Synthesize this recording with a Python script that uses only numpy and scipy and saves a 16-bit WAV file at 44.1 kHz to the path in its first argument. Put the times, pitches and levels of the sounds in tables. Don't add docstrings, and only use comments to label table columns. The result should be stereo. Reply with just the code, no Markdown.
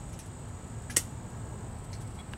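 import sys
import numpy as np
from scipy import signal
from scipy.fft import rfft, irfft, next_fast_len
from scipy.io import wavfile
from scipy.ndimage import map_coordinates

SR = 44100
rng = np.random.default_rng(int(sys.argv[2]) if len(sys.argv) > 2 else 0)


def waveform_to_disk(signal):
    frames = np.transpose(np.atleast_2d(signal))
    scaled = np.clip(frames, -1, 1) * 32767
    samples = np.round(scaled).astype(np.int16)
    wavfile.write(sys.argv[1], SR, samples)


def to_linear_factor(level_db):
    exponent = np.asarray(level_db, float) / 20
    return 10 ** exponent


N = 104737

# t/s, peak/dB, brightness/dB
TOUCHES = [
    (.1312, -43, -1),
    (.1335, -46, -3),
    (.140, -48, -5),
    (.1908, -32, 0),
    (.1945, -45, 0),
    (.198, -43, -1),
]
# t/s, peak/dB, brightness/dB
BITES = [
    (.8983, -37, -6),
    (.9000, -41, 0),
    (.9014, -39, 0),
    (.9030, -41, 0),
    (.9068, -43, -2),
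    (.9085, -43, 3),
    (.9105, -46, 2),
    (.914, -46, 0),
    (.9205, -47, -1),
]
# t/s, peak/dB, brightness/dB
TEAR = [
    (.9634, -30, 0),
    (.9644, -19, 1),
    (.9650, -17, 1),
    (.9659, -19, -2),
    (.9671, -20, 2),
]
# t/s, peak/dB, brightness/dB
BLADES_MEET = [
    (.9682, -6, 0),
    (.9697, -10, 0),
    (.9729, -15, 0),
    (.9744, -18, 0),
    (.9772, -22, 0),
    (.9797, -21, 1),
    (.9818, -25, 0),
    (.9858, -29, 0),
    (.9912, -30, 0),
]
# t/s, peak/dB, brightness/dB
CLAP = [
    (.9700, -23, 0),
]
# f/Hz, level/dB, T60/s
TOUCH_RING = [(2470, -3.5, 0.014), (6370, 2, 0.013), (9930, -2, 0.018)]
BITE_RING = [(1680, -1, .03), (2020, 0, .025), (6040, 3, .018), (10500, -6, .01)]
TWIG = [(1927, -11.5, 0.08), (2170, -13, .025), (2980, 0, 0.016), (3530, -8, 0.0046), (5780, 2, 0.012),
        (6360, -6, .012), (10900, -3, 0.01)]
STEEL = [(1400, -23, .016), (1918, -15.5, 0.076), (2085, -8.5, 0.031), (2980, -10.5, 0.017),
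         (5620, -10, 0.034), (5940, -10, 0.027), (6315, 0, 0.036), (7400, -3, .015), (8020, 9, 0.012),
         (8480, 4, .015), (9330, -7, 0.017), (10300, -5, 0.011)]
HANDLES = [(310, 0, .035), (470, -1, .035)]
# f/Hz, level/dB
BARK = [(1500, -15), (2400, -3.5), (4500, -5.5), (6000, 4), (7600, -5.5), (10500, 1), (12500, -14),
        (15800, -21)]
SNAP = [(600, -46), (1100, -15), (1970, -15), (2990, -11), (4450, -11.5), (6000, -5.5), (8170, 3),
        (15800, -19.5)]
DULL = [(600, 17), (1500, 7), (4200, -2), (6000, -25), (15800, -33)]
# f/Hz, left-right/dB
CUT_LEFT = [(2000, -.8), (6000, 3), (13000, -1.5)]
BITE_LEFT = [(2000, -3.5), (6000, 8), (10500, 1.5)]

# t/s, peak/dB, brightness/dB
JAR_HIGH = [
    (1.9302, -41, 1),
    (1.9328, -47, 0),
    (1.939, -50, -3),
    (1.945, -50, -4),
    (1.952, -53, -4),
]
JAR_LOW = [
    (2.105, -62, -8),
    (2.1890, -43, 0),
    (2.1945, -49, 2),
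    (2.1995, -45, 1),
    (2.204, -45, -1),
    (2.213, -57, -6),
]
# f/Hz, level/dB, T60/s
RING_HIGH = [(2300, -2, .015), (4300, -4, .035), (5380, 4, .018), (6400, -4, .015)]
RING_LOW = [(1100, -6, .015), (2200, 0, .022), (3340, -10, .02), (3850, -5, .015)]
# f/Hz, density/dB per Hz
SCRAPE = [(2000, -3), (3600, -10), (4200, 5), (6400, 1), (9000, -21), (15800, -32)]
# t/s, peak/dB, brightness/dB
KNOCK = [
    (2.3358, -24, 0),
    (2.3395, -40, -2),
]
# f/Hz, level/dB, T60/s
WOOD = [(340, 0, .007), (1110, -3, .008), (1630, -2, .011), (2150, -6, .006), (2780, 3, .009),
        (3400, -4, .006), (4400, -5, .006), (6700, -16, .004)]

# t/s, level/dB, length/s, left-right/dB
RUSTLES = [(.003, -62, .02, 0), (0.063, -60, .01, 0), (.086, -56.5, 0.035, -2), (0.257, -54, 0.032, 2),
           (0.39, -63, 0.017, -3), (0.48, -60, 0.027, 3), (0.672, -60, 0.015, -1), (0.821, -55, 0.012, -1),
           (1.3, -56, .015, -3), (1.785, -59.5, .02, -3), (1.841, -55, 0.022, -3),
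           (1.935, -57.5, 0.051, -4), (1.918, -56, 0.024, -3), (2.005, -52, 0.043, -2),
           (2.075, -56, .015, 4), (2.105, -60, .02, 0), (2.145, -56, 0.039, 0), (2.192, -58, 0.017, -1),
           (2.328, -53.5, 0.015, 7)]
# f/Hz, density/dB per Hz
LEAF = [(1500, -6), (4000, -1), (7000, 3), (10000, 5), (13000, -9), (15800, -15)]

# f/Hz, width/Hz, level/dB
CHORUS = [(7940, 490, -9), (8100, 430, -12.5), (8423, 140, -6), (7370, 820, -15.5)]
SINGER = [(6790, 310, -8.5), (7130, 510, -7)]
# (f/Hz, density/dB per Hz)
TRAFFIC = [(20, -23), (40, -8.5), (105, -1), (160, -9), (300, -17.5), (600, -22.5), (870, -21), (1400, -31)]
AIR = [(900, -10), (1600, 2), (3000, -4), (5000, -9.5), (9000, -12), (12000, -21), (15800, -38)]
# f/Hz, correlation/1
ALIKE = [(60, 1), (150, 0.94), (380, 0.79), (950, 0.69), (2380, 0.077), (5980, 0.025), (15000, 0.03)]
# f/Hz, level/dB, wander/Hz
HUM = [(118.2, -53.5, 7.2), (240.7, -57.5, 3.82), (1297, -68, 2.05)]
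# t/s, length/s, level/dB
WHISTLES = [
    (.72, .14, -70),
    (1.242, 0.42, -68),
]

# f/Hz, T60/s
YARD = [(300, 0.1), (2000, 0.15), (8000, 0.095), (12000, 0.11), (15000, 0.089)]
# f/Hz, width/Hz
NOTCHES = [(2500, 56), (5000, 90), (7500, 91), (8800, 43), (10000, 140)]
PORTS = np.array([[.5], [-.5]])


def shears():
    touches = struck(TOUCHES, TOUCH_RING, BARK, crack_db=.5, crack_t60=.0063, ring_db=-5, scatter_db=3)
    bites = struck(BITES, BITE_RING, BARK, crack_db=-1, crack_t60=.011, ring_db=-6.5, scatter_db=-.5)
    tear = struck(TEAR, TWIG, BARK, crack_db=-4.5, crack_t60=.0052, ring_db=-7.5, scatter_db=1.5)
    snap = struck(BLADES_MEET, STEEL, SNAP, crack_db=-2, crack_t60=.0052, ring_db=-16.5, scatter_db=3)
    clap = struck(CLAP, HANDLES, DULL, crack_db=-27, crack_t60=.008, ring_db=-4.5, scatter_db=2)
    cut = placed(tear + snap + clap, CUT_LEFT, lag_s=.00002, wet_db=-1.5)
    touches = placed(touches, [(6000, -5.5)], lag_s=.00009, wet_db=1.5)
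    return cut + touches + placed(bites, BITE_LEFT, lag_s=.00009, wet_db=5.5)


def jar():
    high = struck(JAR_HIGH, RING_HIGH, SCRAPE, crack_db=-3.5, crack_t60=.038, ring_db=-5.5, scatter_db=3)
    low = struck(JAR_LOW, RING_LOW, DULL, crack_db=-12, crack_t60=.02, ring_db=-3, scatter_db=1.5)
    knock = struck(KNOCK, WOOD, DULL, crack_db=-14, crack_t60=.012, ring_db=-5, scatter_db=.5)
    high = placed(high, [(5000, 12)], lag_s=.0001, wet_db=-1)
    low = placed(low, [(3000, 1)], lag_s=.00002, wet_db=2)
    return high + low + squeak() + placed(knock, [(2000, 6.5)], lag_s=.0001, wet_db=-14)


def squeak():
    start_s, length_s, pitch_hz, level_db = 2.1885, .021, 3350, -50
    t = np.arange(N) / SR - start_s
    held = np.clip(t / .001, 0, 1) * to_linear_factor(-60 * np.clip(t - length_s, 0, None) / .03)
    return to_linear_factor(level_db) * held * np.sin(2 * np.pi * pitch_hz * t)


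def rustles():
    grains_per_s, spread_db = 12000, 2
    t = np.arange(N) / SR
    chance, sign, size = rng.random((3, 2, N))
    grains = (chance < grains_per_s / SR) * np.sign(sign - .5) * to_linear_factor(-spread_db * np.log(size + 1e-4))
    grains = unit(filtered(grains, closed(LEAF)))
    shape = 0
    for s, db, length, left_db in RUSTLES:
        age = 4 * np.clip((t - s + .0011) / length, 0, None)
        shape = shape + to_linear_factor(db + left_db * PORTS) * age * np.exp(1 - age)
    return shape * grains


def insects():
    singer_stops_s = 1.70
    singing = np.clip((singer_stops_s - np.arange(N) / SR) / .01, 0, 1)
    chorus = wings(CHORUS, strokes_hz=58, depth=.2, left_db=4.5, alike=.069)
    singer = wings(SINGER, strokes_hz=52, depth=.55, left_db=9.5, alike=.078)
    return to_linear_factor(-55.5 + .27 * wobble(4)) * chorus + singing * to_linear_factor(-62.5 + .79 * wobble(4.8)) * singer


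def wings(resonances, strokes_hz, depth, left_db, alike):
    def gain(f):
        return np.sqrt(sum(to_linear_factor(2 * db) / (1 + ((f - c) / (w / 2)) ** 2) ** 2 for c, w, db in resonances))

    stroke = np.sin(2 * np.pi * np.cumsum(strokes_hz * (1 + .015 * wobble(6.4))) / SR)
    return unit(pair(gain, [(7000, alike)]) * (1 + depth * stroke)) * to_linear_factor(left_db * PORTS)


def background():
    t = np.arange(N) / SR

    def tone(hz, wander_hz):
        return np.sqrt(2) * np.sin(2 * np.pi * np.cumsum(hz + wander_hz * wobble(12.5)) / SR)

    hum = sum(to_linear_factor(db + 2 * wobble(7.82)) * tone(hz, wander) for hz, db, wander in HUM)
    gate = sum(to_linear_factor(db) * np.clip(np.minimum(t - s, s + length - t) / .027, 0, 1) for s, length, db in WHISTLES)
    traffic = pair(closed([*TRAFFIC, (2500, -53.5)]), ALIKE)
    traffic = to_linear_factor(-41.5 + .88 * wobble(2.56) + .8 * PORTS) * traffic
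    air = to_linear_factor(-57.5 + .11 * wobble(1.5)) * pair(closed(AIR), ALIKE)
    return traffic + air + hum + gate * tone(1630, 4.9)


def struck(contacts, modes, colour, crack_db, crack_t60, ring_db, scatter_db):
    blur_hz = 63.4
    out, t = np.zeros((3, N + SR)), np.arange(SR // 8) / SR
    hz, level, t60 = np.transpose(modes)[:, :, None]
    spectrum = closed(colour)
    for s, db, bright_db in contacts:
        def shade(f):
            return to_linear_factor(bright_db * np.log2(np.maximum(f, 1800) / 5000))

        scatter = scatter_db * rng.standard_normal(hz.shape)
        size = to_linear_factor(level + ring_db + scatter - 60 * t / t60) * shade(hz)
        drift = np.cumsum(rng.standard_normal(size.shape), axis=1)
        drift = drift * np.sqrt(2 * np.pi * blur_hz * hz / 5000 / SR)
        ring = (size * np.sin(2 * np.pi * hz * t + drift)).sum(0)
        crack = unit(filtered(rng.standard_normal(len(t)), spectrum))
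        crack = filtered(crack, shade) * to_linear_factor(crack_db - 60 * t / crack_t60)
        click = filtered(1. * (np.arange(len(t)) == 64), lambda f: spectrum(f) * shade(f))
        click = click * np.linalg.norm(crack) / np.linalg.norm(click)
        wet, start = yard(click + to_linear_factor(-10) * ring), round(s * SR)
        out[0, start:start + len(t)] += to_linear_factor(db) * (crack + ring) * (1 - np.exp(-t / .000067))
        out[1:, start:start + wet.shape[1]] += to_linear_factor(db) * wet
    return out[:, :N]


def yard(x):
    fence_s, far_db, far_longer = .002, -18, 3.44
    hz, t, z = signal.stft(rng.standard_normal((2, SR // 3)), SR, nperseg=128)
    fall_db = -60 * t / along(YARD, hz)[:, None]
    tail = signal.istft(z * (to_linear_factor(fall_db) + to_linear_factor(far_db + fall_db / far_longer)), SR, nperseg=128)[1]
    late = filtered(x, lambda f: np.exp(-2j * np.pi * f * fence_s))
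    return signal.fftconvolve(late[None], tail / np.linalg.norm(tail[0]), axes=1)


def placed(x, left_db, lag_s, wet_db):
    def ports(f):
        return to_linear_factor(along(left_db, f) * PORTS) * np.exp(-2j * np.pi * f * lag_s * PORTS)

    return filtered(x[0], ports) + to_linear_factor(wet_db) * x[1:]


def pair(gain, alike):
    def mid_side(hz):
        turn = np.arccos(np.clip(along(alike, hz), -1, 1)) / 2
        return gain(hz) * [np.cos(turn), np.sin(turn)]

    mid, side = filtered(rng.standard_normal((2, N)), mid_side)
    return unit(np.array([mid + side, mid - side]))


def wobble(rate):
    return map_coordinates(rng.standard_normal(int(N * 60 / SR) + 4), [np.arange(N) * rate / SR])


def filtered(x, response):
    m = next_fast_len(x.shape[-1] + SR // 4)
    return irfft(rfft(x, m) * response(np.fft.rfftfreq(m, 1 / SR)), m)[..., :x.shape[-1]]


def closed(points):
    return lambda hz: to_linear_factor(along([(points[0][0] / 2, -60), *points], hz))


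def along(points, hz):
    f, v = np.transpose(points)
    return np.interp(np.log(hz + 1), np.log(f + 1), v)


def unit(x):
    return x / np.sqrt(np.mean(x ** 2) + 1e-20)


def scene():
    return shears() + jar() + rustles() + insects() + background()


def low_pass(x):
    return signal.sosfilt(signal.butter(12, 16460, fs=SR, output="sos"), x)


def record(dry):
    top_hz = 15800

    def microphone(f):
        return np.prod([(f - c) / (f - c - .5j * w) for c, w in NOTCHES], axis=0) * (f < top_hz)

    return low_pass(filtered(dry, microphone))


dry = scene()
out = record(dry)
waveform_to_disk(out)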